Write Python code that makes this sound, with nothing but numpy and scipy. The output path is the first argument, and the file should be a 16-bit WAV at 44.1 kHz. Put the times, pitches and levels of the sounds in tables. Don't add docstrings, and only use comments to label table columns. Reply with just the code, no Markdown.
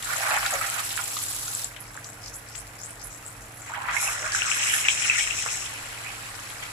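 import sys
import numpy as np
from scipy import signal
from scipy.fft import rfft, irfft
from scipy.io import wavfile
from scipy.ndimage import uniform_filter1d

SR = 44100
rng = np.random.default_rng(int(sys.argv[2]) if len(sys.argv) > 2 else 0)


def int16_out(signal):
    q = np.round(np.clip(np.atleast_2d(signal).T, -1, 1) * 32767)
    wavfile.write(sys.argv[1], SR, q.astype(np.int16))


N = 296352
TIME = np.arange(N) / SR


def gain_of(db):
    return 10 ** (np.asarray(db) / 20)


def evened(x):
    return x / np.sqrt(np.mean(x ** 2) + 1e-20)


def steadied(x, size=5000):
    power = uniform_filter1d((x ** 2).mean(0), size)
    return x / np.sqrt(abs(power) + 1e-12)


def read(points, hz):
    f, value = np.transpose(points)
    return np.interp(np.log(hz + 1), np.log(f + 1), value)


def colour(points, size=2048):
    log_gain = np.log(gain_of(read(points, abs(np.fft.fftfreq(size, 1 / SR)))))
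    spectrum = np.exp(np.conj(signal.hilbert(log_gain)))
    return np.fft.ifft(spectrum).real[:size // 2]


def convolve(x, response):
    return signal.oaconvolve(x, np.atleast_2d(response), axes=1)[:, :x.shape[1]]


def resonate(x, hz, width_hz):
    turn = np.exp(2j * np.pi * np.cumsum(hz * np.ones(x.shape[-1])) / SR)
    r = np.exp(-np.pi * width_hz / SR)
    return 2 * (turn * signal.lfilter([1 - r], [1, -r], x / turn + 1e-18)).real


def add(mix, s, sound):
    part = mix[:, max(round(s * SR), 0):][:, :sound.shape[1]]
    part += sound[:, :part.shape[1]]


def placed(db, pan_db):
    return gain_of([[db + pan_db / 2], [db - pan_db / 2]])


def apart(sound, lag_s):
    late = abs(round(lag_s * SR))
    return np.array([np.pad(sound, (late, 0)), np.pad(sound, (0, late))])


def envelope(start_s, rise_s, hold_s, fade_db_per_s):
    age = TIME - start_s
    fade_s = np.maximum(age - rise_s - hold_s, 0)
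    return np.clip(age / rise_s, 0, 1) * gain_of(-fade_db_per_s * fade_s)


def swell(middle_s, length_s):
    return np.cos(np.pi * np.clip((TIME - middle_s) / length_s, -.5, .5))


def flutter(depth_db, slow_hz=5., fast_hz=41.01, count=24):
    t, hz = TIME[::100], np.geomspace(slow_hz, fast_hz, count)[:, None]
    wave = (np.sin(2 * np.pi * (hz * t + rng.random((count, 1)))) / hz ** 0.11).sum(0)
    return np.interp(TIME, t, gain_of(depth_db * evened(wave)))


def bursts(per_s, spread_db, lag_s, scatter_s, echo=0.6, echo_s=.003, count=3):
    draws = rng.random((int(per_s * N / SR) + 1, 4 + 2 * count)).T
    when, big, place, side = draws[:4]
    height = gain_of(spread_db * np.minimum(-np.log(1 - big), 4.2))
    height = height * (-1) ** np.arange(len(when))
    late = lag_s + scatter_s * (2 * place - 1)
    lean = gain_of(4.9 * (2 * side - 1))
    strength = np.r_[1, echo * (-1) ** np.arange(count)][:, None]
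    ports = []
    for delay, size, paths in (0, height * lean, draws[4::2]), (late, height / lean, draws[5::2]):
        arrival = delay + np.vstack([0 * when, -echo_s * np.log(1 - paths)])
        sample = (when * N + arrival * SR).astype(int).ravel() % N
        ports.append(np.bincount(sample, (strength * size).ravel(), N))
    return np.array(ports)


def ring(hz, t60, attack_cycles=0.81):
    t = np.arange(int(t60 * SR) + 32) / SR
    wave = (1 - np.exp(-(t * hz / attack_cycles) ** 2)) * np.exp(-np.log(1000) * t / t60)
    wave = wave * np.sin(2 * np.pi * hz * t * (1.0225 + 0.053 * t / t60))
    return wave / abs(wave).max()


def bubbles(sizes_hz, pitch, octaves, per_s, spread_db, cycles, lag_s):
    out, centre = np.zeros((2, N)), np.log2(pitch)
    for hz in sizes_hz:
        swarm = bursts(per_s / len(sizes_hz), spread_db, lag_s=lag_s, scatter_s=0.00013)
        swarm = convolve(swarm, ring(hz, cycles / hz, attack_cycles=2.07))
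        out += evened(swarm) * np.exp(-.5 * ((np.log2(hz) - centre) / octaves) ** 2)
    drift = flutter(depth_db=.3, slow_hz=4., fast_hz=25.)
    clock_s = np.cumsum(drift / drift.mean()) / SR
    return steadied(np.array([np.interp(clock_s, TIME, port) for port in out]), size=2200)


def together(parts):
    power = sum(gain ** 2 + 1e-14 for gain, hz in parts)
    return np.sqrt(power), sum((gain ** 2 + 1e-14) * hz for gain, hz in parts) / power


# meets the oil in seconds, stays wet after lowering in seconds, gurgle in dB,
# gurgle pitch in Hz, splutter in dB, simmering gurgle in dB, simmering splutter in dB, simmer pitch in Hz.
CHICKEN_PIECES = [(-0.07, 0.11, -38.5, 770, -33, -59, -52, 1630),
                  (3.59, 1.375, -43, 954, -37, -57.5, -46, 1800)]
# middle in seconds, length in seconds,
# level in dB, left-right in dB, bubble pitch in Hz.
WET_PATCH_SURGES = [(0.122, 0.092, -34.5, -10, 1600), (0.309, 0.18, -29.5, -9, 1510),
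                    (0.366, 0.076, -29.5, -1, 1730), (0.444, 0.054, -31.5, -1, 1900),
                    (0.543, 0.059, -31, -6, 1660), (0.635, 0.067, -33.5, -10.5, 1800),
                    (0.781, 0.077, -34.5, -11.5, 1920), (3.696, 0.094, -46.5, -1, 2080),
                    (3.758, 0.024, -40.5, -4, 2170), (3.925, 0.17, -36, -6, 1680),
                    (4.077, 0.13, -37.5, -5, 1650), (4.56, 0.62, -34, -5, 1890),
                    (4.704, 0.29, -35, -9, 2430), (4.876, 0.12, -30.5, -4, 2700),
                    (5.1, 0.36, -31.5, -1, 2340), (5.3, 0.11, -38, 3, 2500), (6.05, 0.3, -45.5, -2, 2040),
                    (6.634, 0.058, -39, -4, 2100)]
# frequency in Hz, level in dB.
SKIN_TICK_COLOUR = [(300, -6), (1500, 5), (4200, 3.5), (7000, 0), (15000, -22)]
LOWER_S = 0.31
GURGLE_FADE_DB_PER_S, SPLUTTER_FADE_DB_PER_S = 21.5, 19
WET_HZ, DRY_HZ, DRY_S = 1460, 2230, 1.13
SPLUTTER_PAN_DB = -4.5
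STIRRING_EXPONENT = 0.6
TICK_DB = -17


def boiling():
    gurgles, splutters = [], []
    for s, wet_s, gurgle_db, gurgle_hz, splutter_db, low_simmer_db, simmer_db, simmer_hz in CHICKEN_PIECES:
        immersed = envelope(s, LOWER_S, 0, 0)
        dryness = np.clip((TIME - s) / DRY_S, 0, 1) ** 2
        plunge = envelope(s, LOWER_S, 0, GURGLE_FADE_DB_PER_S) * immersed
        gurgles.append((gain_of(gurgle_db) * plunge, gurgle_hz))
        gurgles.append((gain_of(low_simmer_db) * immersed, gurgle_hz))
        wet = envelope(s, LOWER_S, wet_s, SPLUTTER_FADE_DB_PER_S)
        splutters.append((gain_of(splutter_db) * wet, WET_HZ * (DRY_HZ / WET_HZ) ** dryness))
        splutters.append((gain_of(simmer_db) * immersed, simmer_hz))
    gurgle, large_pitch = together(gurgles)
    splutter, _ = together(splutters)

    power = (splutter * placed(0, SPLUTTER_PAN_DB)) ** 2
    for s, length_s, db, pan_db, hz in WET_PATCH_SURGES:
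        arch = swell(s, length_s)
        power = power + (placed(db, pan_db) * arch) ** 2
        splutters.append((gain_of(db) * arch, hz))
    surging = np.sqrt(power)
    _, small_pitch = together(splutters)
    stirred = (surging / splutter) ** STIRRING_EXPONENT

    large = bubbles(np.geomspace(590, 1060, 9), large_pitch, octaves=0.37, per_s=1400,
                    spread_db=5.0, cycles=13.9, lag_s=-0.0001)
    small = bubbles(np.geomspace(1180, 2880, 15), small_pitch, octaves=0.5, per_s=1400,
                    spread_db=2.8, cycles=12., lag_s=-.00018)
    skins = bursts(1500, spread_db=6.0, lag_s=0, scatter_s=.0003, echo_s=.001)
    ticks = steadied(convolve(skins, colour(SKIN_TICK_COLOUR)))
    fine = (small + gain_of(TICK_DB) * ticks) * surging * flutter(depth_db=0.84)
    return large * gurgle * stirred + fine


# start in seconds,
# level before the decay in dB, pitch in Hz, left-right in dB, decay in seconds.
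MARINADE_SPLATS = [(0.023, -38.5, 2470, 2, 0.01), (0.103, -34, 1340, 6, 0.01), (.368, -28, 1150, -5, 0.011),
                   (.435, -40, 1400, 1, 0.019), (.461, -33, 3500, -8, 0.0069), (.534, -34.5, 690, 8, 0.027),
                   (0.790, -49, 1120, -12, 0.014), (0.791, -33.5, 3700, -2, 0.0056),
                   (.904, -37, 2870, 1, 0.0079), (.932, -40.5, 2480, -6, .012),
                   (0.976, -36, 2270, -19, 0.0059), (.988, -32.5, 1250, -15.5, 0.011),
                   (.998, -38, 2000, -14, 0.0097), (1.167, -36, 2940, -5, 0.0077),
                   (1.7622, -40.5, 2400, 5, 0.0064), (1.95, -43, 950, -3, .014),
                   (1.973, -49, 1590, -4, 0.032), (2.55, -42.5, 2190, 6, 0.0074),
                   (3.739, -35, 1520, -5, 0.026), (3.881, -30, 1506, 4, 0.025),
                   (3.944, -39, 1500, -8, .018), (4.07, -39.5, 910, -10, 0.025),
                   (4.885, -33.5, 820, -2, 0.0065), (5.129, -38, 2030, -3, 0.02),
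                   (5.465, -32, 1270, 4, 0.01), (5.658, -45, 2600, 0, 0.0048),
                   (5.838, -41, 1770, 0, 0.0041), (6.5, -42, 2800, 2, 0.0068)]
SPLAT_SWELL = 0.25


def splats():
    out, t = np.zeros((2, N)), TIME[:SR // 10]
    ragged = flutter(depth_db=-1.5, slow_hz=90., fast_hz=397.5)
    for s, db, hz, pan_db, decay_s in MARINADE_SPLATS:
        noise = rng.standard_normal(len(t)) + 0.85 * rng.standard_normal((2, len(t)))
        band = signal.butter(3, [hz / 1.45, hz * 1.45], "bandpass", fs=SR, output="sos")
        burst = evened(signal.sosfilt(band, noise * ragged[int(s * SR):][:len(t)]))
        shape = np.minimum(t / (SPLAT_SWELL * decay_s), np.exp(SPLAT_SWELL - t / decay_s))
        add(out, s, placed(db, pan_db) * burst * shape)
    return out


# start in seconds, length in seconds,
# first pitch in Hz, last pitch in Hz, level in dB, left-right in dB.
BUBBLE_STRINGS = [(0.082, 0.05, 1200, 1350, -36.5, -2.5), (0.273, 0.116, 790, 750, -32.5, 0),
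                  (0.548, 0.3, 1280, 1340, -44, -15), (0.633, 0.21, 755, 786, -48.5, -7),
                  (3.691, 0.04, 980, 885, -40, -3), (3.755, 0.08, 795, 1090, -38, -7),
                  (3.809, 0.029, 1100, 760, -42, 0), (3.827, 0.17, 990, 910, -40, -10),
                  (3.936, 0.047, 1400, 2430, -33, -18.5), (4, 0.11, 885, 680, -44.5, 1),
                  (4.145, 0.14, 560, 674, -45, -3), (3.982, 0.13, 2360, 2370, -38.5, -5),
                  (4.218, 0.23, 1470, 1570, -38.5, -12), (5.09, 0.15, 1930, 2320, -34, 6),
                  (6.043, 0.064, 2550, 2550, -46.5, -15)]
STRING_WIDTH_HZ = 250


def strings():
    out, births = np.zeros((2, N)), bursts(420, spread_db=2.0, lag_s=-0.000053, scatter_s=.0001)
    wander = flutter(depth_db=0.5)
    for s, length_s, first_hz, last_hz, db, pan_db in BUBBLE_STRINGS:
        span = slice(int(s * SR), int((s + length_s) * SR))
        pitch = np.geomspace(first_hz, last_hz, span.stop - span.start) * wander[span]
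        ringing = resonate(births[:, span], pitch, STRING_WIDTH_HZ)
        ringing = resonate(ringing, pitch, STRING_WIDTH_HZ)
        add(out, s, placed(db, pan_db) * evened(ringing * signal.windows.tukey(len(pitch), .3)))
    return out


# start in seconds, peak level in dB, nominal pitch in Hz, left-right in dB,
# ringing in cycles to -60 dB.
BIG_BUBBLES = [(0.229, -37, 737, -16, 20), (0.302, -29, 1410, -7, 9.1), (0.283, -26, 725, -4, 17),
               (0.356, -23, 790, -6, 15), (0.361, -27, 2500, -4, 16), (0.428, -22, 1130, 1, 20),
               (0.462, -19, 1370, -3, 21), (0.505, -26, 1600, -5, 14), (0.530, -26, 675, -5, 16),
               (0.611, -23, 1234, 9, 28), (0.636, -27, 1750, -8, 14), (0.66, -30, 1900, -10, 11),
               (0.727, -26, 1320, -2, 17), (0.747, -44, 1230, -6, 22), (0.761, -27, 1320, -11, 15),
               (0.801, -28, 1170, -17, 17), (0.976, -21, 1570, -12, 7.1), (0.997, -25, 1210, -12, 6.2),
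               (1.167, -28, 1154, -14, 17), (1.478, -33.5, 1355, 7, 31), (1.975, -26, 1550, -11, 8.1),
               (3.736, -22, 1420, -5, 18), (3.966, -19, 2220, -10, 14), (4.348, -17.5, 1480, -20, 14),
               (4.419, -18.5, 2580, 15, 13.6), (4.515, -19.5, 2530, 16, 14), (4.622, -21, 2360, 8, 13),
               (4.737, -11, 1680, -4, 18), (4.765, -17, 1560, -1, 9.6), (4.850, -21, 2630, 8, 23),
               (4.8845, -9, 2340, 9, 17), (4.893, -18, 2560, 4, 16), (5.021, -29, 2700, 2, 13),
               (5.045, -32, 2400, 0, 23), (5.0975, -8, 2440, -4, 26), (5.159, -23, 2000, 7, 18),
               (5.186, -21, 2230, 10, 15), (5.208, -22, 2220, 10, 16), (5.274, -23.5, 2420, 11, 18),
               (5.308, -24, 2530, 15, 20), (5.462, -17.5, 1230, -11, 4.8), (5.487, -26, 2480, 10, 18),
               (6.068, -39, 2420, -9, 19)]
POP_SWELL = 0.15
FIRST_LAG_S, SECOND_LAG_S = .0001, 0.00024


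def pops():
    out = np.zeros((2, N))
    for s, db, hz, pan_db, cycles in BIG_BUBBLES:
        lag_s = FIRST_LAG_S if s < CHICKEN_PIECES[1][0] else SECOND_LAG_S
        bubble = ring(hz, cycles / hz, attack_cycles=POP_SWELL * cycles)
        add(out, s, placed(db, pan_db) * apart(bubble, lag_s))
    return out


# start in seconds, peak level in dB, nominal pitch in Hz,
# ringing in cycles to -60 dB.
OIL_SNAPS = [(0.026, -26, 8000, 5), (0.1355, -32, 7030, 9), (0.163, -22, 6740, 66), (0.221, -30, 10900, 7),
             (0.305, -30, 7810, 18), (0.367, -24, 7600, 18), (0.462, -22, 6600, 14),
             (0.508, -20.5, 8040, 10), (0.5383, -18, 6540, 24), (0.6998, -18.5, 8550, 20),
             (0.851, -26, 8940, 12), (0.914, -33, 7290, 20), (1.012, -27, 6870, 40), (1.078, -27, 9500, 8),
             (1.103, -27, 7700, 25), (1.154, -36, 7200, 30), (1.1563, -27, 10000, 4),
             (1.1862, -27, 10000, 10), (1.189, -23, 6400, 28), (1.2275, -22, 10400, 7),
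             (1.233, -29, 7870, 32), (1.2391, -20, 8050, 19), (1.302, -25, 8790, 24),
             (1.331, -25, 7930, 28), (1.394, -26, 9500, 5), (1.48, -26, 6300, 16), (1.538, -28, 11200, 20),
             (1.55, -19.5, 7550, 22), (1.644, -20, 7200, 24), (1.966, -31.5, 6900, 14),
             (2.044, -31.5, 5640, 31), (2.2812, -32, 5400, 27), (2.3495, -37, 10700, 35),
             (2.487, -38, 7500, 25), (2.556, -33, 6650, 20), (2.86, -30, 7700, 23), (3.2632, -33, 7670, 42),
             (3.819, -37, 7740, 35), (4.321, -21, 5630, 12), (4.433, -26, 7550, 28), (5.643, -43, 7500, 25),
             (6.038, -34, 7200, 12)]
DROPLETS_PER_S, DROPLETS_S, DROPLETS_DB = 2000, 0.0051, -4.5


def snaps():
    out, t = np.zeros((2, N)), TIME[:SR // 50]
    for s, db, hz, cycles in OIL_SNAPS:
        snap = gain_of(db) * ring(hz, cycles / hz, attack_cycles=2.7)
        add(out, s, apart(snap, rng.uniform(.00014, .0004))[::-1])
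        landing = rng.random(len(t)) < DROPLETS_PER_S / SR
        droplets = rng.standard_normal((2, len(t))) * landing * np.exp(-t / DROPLETS_S)
        add(out, s, gain_of(db + DROPLETS_DB) * convolve(droplets, ring(hz, 4 / hz)))
    return out


# frequency in Hz, level in dB.
FINE_FIZZ_COLOUR = [(300, -9), (1200, 15.5), (2500, -5.5), (3800, -1), (5500, 9), (8000, 10), (12000, 7.5),
                    (16000, 7)]
# frequency in Hz, level in dB.
COARSE_SPIT_COLOUR = [(500, -30), (2500, -3), (4200, -2.5), (6500, -3), (10000, -16), (16000, -4)]
# frequency in Hz, level in dB.
CROWDED_FIZZ_COLOUR = [(300, 8.5), (1200, 18), (2500, 5), (3800, 6.5), (5500, 8.5), (8000, 6.5), (12000, 1),
                       (16000, -1)]
SPRAY_DB, SPRAY_RISE_S, SEALED_S, SEAL_DB_PER_S = -38.5, 0.18, 1.63, 216
TRICKLE_DB, CROWDED_DB, CROWD_DELAY_S, CROWD_S = -55, -45.5, 0.36, 0.7
SPIT_DB, SPIT_FADE_DB_PER_S = -1.5, 2.5


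def fizz():
    first_s, second_s = (piece[0] for piece in CHICKEN_PIECES)
    hold_s = SEALED_S - first_s - SPRAY_RISE_S
    spray = gain_of(SPRAY_DB) * envelope(first_s, SPRAY_RISE_S, hold_s, SEAL_DB_PER_S)
    sparse = steadied(bursts(6000, spread_db=3.5, lag_s=.0003, scatter_s=.00025, echo=.55, echo_s=0.001))
    clumps = flutter(depth_db=2.0, slow_hz=13.0, fast_hz=130.0)
    sparse = sparse * clumps * np.hypot(spray, gain_of(TRICKLE_DB))
    dense = steadied(bursts(8000, spread_db=4.5, lag_s=0, scatter_s=0.00027))
    dense = dense * gain_of(CROWDED_DB) * envelope(second_s + CROWD_DELAY_S, CROWD_S, 0, 0)
    spits = evened(bursts(390, spread_db=-1.0, lag_s=0.00017, scatter_s=.0003, echo_s=.002))
    spits = spits * gain_of(SPIT_DB - SPIT_FADE_DB_PER_S * TIME) * spray
    layers = [(sparse, colour(FINE_FIZZ_COLOUR)), (spits, colour(COARSE_SPIT_COLOUR)),
              (dense, colour(CROWDED_FIZZ_COLOUR))]
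    return sum(convolve(ticks, tick / np.linalg.norm(tick)) for ticks, tick in layers)


# frequency in Hz, level in dB.
STEAM_COLOUR = [(500, -17), (4000, -7.5), (4850, -21), (5100, 2.5), (6500, 5), (8500, -1), (9400, -8),
                (9700, -25), (12000, -48), (16000, -23)]
# frequency in Hz, level in dB.
BRIGHT_JET_COLOUR = [(500, -62), (7000, -15.5), (9000, 18), (10500, 14), (11900, 15), (12600, -44),
                     (16000, -43)]
# middle in seconds, length in seconds, hiss in dB, bright jets in dB.
STEAM_PUFFS = [(4.048, 0.3, -35.5, -39.5), (4.215, 0.24, -42.5, -59), (4.36, 0.083, -33, -49),
               (4.5, 0.11, -35, -52), (4.565, 0.093, -45, -42), (4.666, 0.12, -33, -48),
               (4.742, 0.3, -44, -38), (4.918, 0.11, -35.5, -51), (5.053, 0.13, -36, -65),
               (5.208, 0.17, -34, -51), (5.402, 0.099, -34.5, -66), (5.534, 0.28, -37.5, -52),
               (5.654, 0.04, -41, -59)]
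RUSH_START_S, RUSH_RISE_S, RUSH_HOLD_S, RUSH_END_S, RUSH_RELEASE_S = 4.13, 0.38, 0.62, 6.04, 0.56
RUSH_DB, RUSH_SAG_DB_PER_S, RUSH_JETS_DB, SEEP_DB = -35.5, 17, -60, -66.5


def hiss():
    crackle = bursts(12000, spread_db=5.5, lag_s=0, scatter_s=.0003)
    body = steadied(convolve(crackle, colour(STEAM_COLOUR)))
    jets = steadied(convolve(crackle, colour(BRIGHT_JET_COLOUR)))
    release = np.clip((RUSH_END_S - TIME) / RUSH_RELEASE_S, 0, 1)
    rush = envelope(RUSH_START_S, RUSH_RISE_S, RUSH_HOLD_S, RUSH_SAG_DB_PER_S) * release
    body_gain, jet_gain = gain_of(RUSH_DB) * rush, gain_of(RUSH_JETS_DB) * rush
    for s, length_s, hiss_db, jets_db in STEAM_PUFFS:
        arch = swell(s, length_s)
        body_gain = np.hypot(body_gain, gain_of(hiss_db) * arch)
        jet_gain = np.hypot(jet_gain, gain_of(jets_db) * arch ** 2)
    rushing = (body * body_gain + jets * jet_gain) * flutter(depth_db=1.4)
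    return rushing + body * gain_of(SEEP_DB) * flutter(depth_db=1.5)


PIP_HZ, PIP_DB = 6670, -8


def pips(sizzle):
    swarm = bubbles(np.geomspace(5400, 11000, 8), PIP_HZ, octaves=0.32, per_s=550,
                    spread_db=5.0, cycles=30., lag_s=-0.000055)
    sizzle_level = np.sqrt(abs(uniform_filter1d((sizzle ** 2).mean(0), size=1500)))
    return gain_of(PIP_DB) * swarm * sizzle_level


# start in seconds, length in seconds, first pitch in Hz,
# last pitch in Hz, level before the final colour in dB.
STEAM_SQUIRTS = [(1.795, 0.04, 10200, 11600, -55.5), (1.817, 0.12, 5240, 5660, -65),
                 (2.037, 0.099, 6600, 7400, -57), (2.213, 0.12, 5300, 5900, -55),
                 (2.217, 0.12, 7300, 7300, -71), (2.331, 0.049, 6000, 9600, -53),
                 (2.338, 0.068, 10400, 11200, -58), (2.468, 0.2, 5300, 6100, -60),
                 (2.548, 0.076, 6600, 10100, -51.5), (2.782, 0.11, 5040, 8300, -54),
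                 (2.842, 0.12, 7900, 9700, -57), (2.995, 0.098, 5040, 8200, -56.5),
                 (3.032, 0.06, 10300, 11000, -53.5), (3.1, 0.092, 6500, 7700, -56.5),
                 (3.253, 0.066, 7850, 8400, -54.5), (3.408, 0.04, 6440, 7000, -61.5),
                 (3.538, 0.073, 10300, 11000, -61.5), (3.597, 0.17, 6900, 6950, -59)]
SQUIRT_WIDTH_HZ, SQUIRT_SPRAY_DB = 1140, -15
SQUIRT_SKEW = 0.58


def squirts():
    out = np.zeros((2, N))
    crackle = bursts(1700, spread_db=3.5, lag_s=.0002, scatter_s=0.00017, echo=0.43)
    crackle = crackle * flutter(depth_db=3.5, slow_hz=28.75, fast_hz=253.0)
    pitch_scatter = flutter(depth_db=.95, slow_hz=70., fast_hz=300.)
    for s, length_s, first_hz, last_hz, db in STEAM_SQUIRTS:
        span = slice(int(s * SR), int((s + length_s) * SR))
        age = np.linspace(0, 1, span.stop - span.start)
        hz = first_hz * (last_hz / first_hz) ** age * pitch_scatter[span]
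        spray = resonate(crackle[:, span], hz, SQUIRT_WIDTH_HZ)
        jet = resonate(spray, hz, SQUIRT_WIDTH_HZ) + gain_of(SQUIRT_SPRAY_DB) * spray
        add(out, s, gain_of(db) * evened(jet * np.sin(np.pi * age ** SQUIRT_SKEW)))
    return convolve(out, colour([(500, -24), (4300, 3.5), (5200, 6.5), (16000, 5)]))


# frequency in Hz, level in dB.
OPEN_OIL_COLOUR = [(500, -25), (3500, -13), (6000, 3), (10000, -4), (16000, -3)]
PRICKLE_DB = -59


def prickles():
    ticks = bursts(70, spread_db=2.5, lag_s=.0002, scatter_s=.0002, echo=.45, echo_s=.0012)
    return gain_of(PRICKLE_DB) * evened(convolve(ticks, colour(OPEN_OIL_COLOUR)))


# frequency in Hz, width in Hz, level in dB.
PAN_MODES = [(552.6, 16, 7.5), (660, 37, 0.5), (784, 23, 0.5), (847, 11, -10.5), (1150, 160, -2.5),
             (1436, 37, -5), (1946, 27, -11), (2370, 42, -20), (2456, 115, -10), (2550, 61, -14),
             (3260, 33, -1)]


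def pan(x):
    tap = signal.unit_impulse(SR // 4)
    return convolve(x, tap + sum(gain_of(db) * resonate(tap, hz, width_hz) for hz, width_hz, db in PAN_MODES))


# frequency in Hz, time to -60 dB in seconds.
KITCHEN_T60 = [(200, 0.093), (1500, 0.17), (6000, 0.13), (15000, 0.17)]


def kitchen(x, room_db):
    t = TIME[:SR // 2]
    noise = rng.standard_normal((2, len(t))) * (t > .005)
    hz, frame_s, z = signal.stft(noise, SR, nperseg=256)
    decay = np.exp(-np.log(1000) * frame_s / read(KITCHEN_T60, hz)[:, None])
    tail = signal.istft(z * decay, SR, nperseg=256)[1]
    return x + gain_of(room_db) * convolve(x, tail / np.linalg.norm(tail, axis=1, keepdims=True))


# frequency in Hz, rms level in dB, waver in dB rms (sign immaterial).
MOTOR_HUM = [(38, -64, -6), (45.6, -63.5, 6.5), (47.9, -60, 5.5), (79, -71, 7), (95.8, -62.5, 2),
             (98.7, -64.5, 5.5), (113.9, -54.5, 0), (140.7, -65, 2.5), (199, -80, 3), (292.2, -62.5, 0.9),
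             (340.6, -69.5, 0.5), (455.7, -63.5, 1), (555, -66, 1.5)]
# frequency in Hz, relative density in dB per Hz.
AIR_SPECTRUM = [(10, -7), (28, -10), (65, -0.5), (110, 4), (150, 0.5), (200, 0), (280, -2), (380, -4),
                (700, 1.5), (1300, -1.5), (2000, -5.5), (3000, -15.5), (5000, -22), (16000, -54)]
# frequency in Hz, correlation from 0 to 1.
AIR_CORRELATION = [(60, 0.89), (130, 1), (290, 0.71), (640, 0.75), (1400, 0.43), (3000, 0.4)]
AIR_DB = -49.5


def background():
    hz = np.fft.rfftfreq(N, 1 / SR)
    a, b = rfft(rng.standard_normal((2, N)))
    same = np.clip(read(AIR_CORRELATION, hz), -1, 1)
    ports = np.array([a, same * a + np.sqrt(1 - same ** 2) * b])
    air = irfft(ports * gain_of(read(AIR_SPECTRUM, hz)), N)
    hum = np.zeros(N)
    for f, db, waver_db in MOTOR_HUM:
        tone = np.sin(2 * np.pi * (f * TIME + rng.random()))
        hum += gain_of(db) * evened(tone * flutter(waver_db, slow_hz=0.623, fast_hz=6.))
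    return gain_of(AIR_DB) * evened(air) + hum


def scene():
    sizzle = fizz() + hiss()
    frying = pan(boiling() + splats()) + strings() + pops() + snaps()
    frying = frying + sizzle + pips(sizzle) + squirts() + prickles()
    return kitchen(frying, room_db=-7.5) + background()


# frequency in Hz, level in dB.
LEFT_PORT_COLOUR = [(100, 0.5), (700, -2), (1400, 0), (2400, 3), (4000, 7), (5500, 4), (6500, 3),
                    (7800, 12), (8600, 2), (10000, 0), (12000, -10), (15500, -10.5)]
# frequency in Hz, level in dB.
RIGHT_PORT_COLOUR = [(100, 1.5), (700, -1), (1400, -1.5), (2400, -1), (4000, 8), (6000, 0), (8000, 1),
                     (9500, 7.5), (10800, 13.5), (12000, 7.5), (13000, 3.5), (15500, -3)]
EDGE_HZ = 15550


def record(dry):
    ported = convolve(dry, np.array([colour(LEFT_PORT_COLOUR), colour(RIGHT_PORT_COLOUR)]))
    low_pass = signal.firwin(401, EDGE_HZ, window=("kaiser", 9), fs=SR)
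    return signal.oaconvolve(ported, low_pass[None], "same")


dry = scene()
out = record(dry)
int16_out(out)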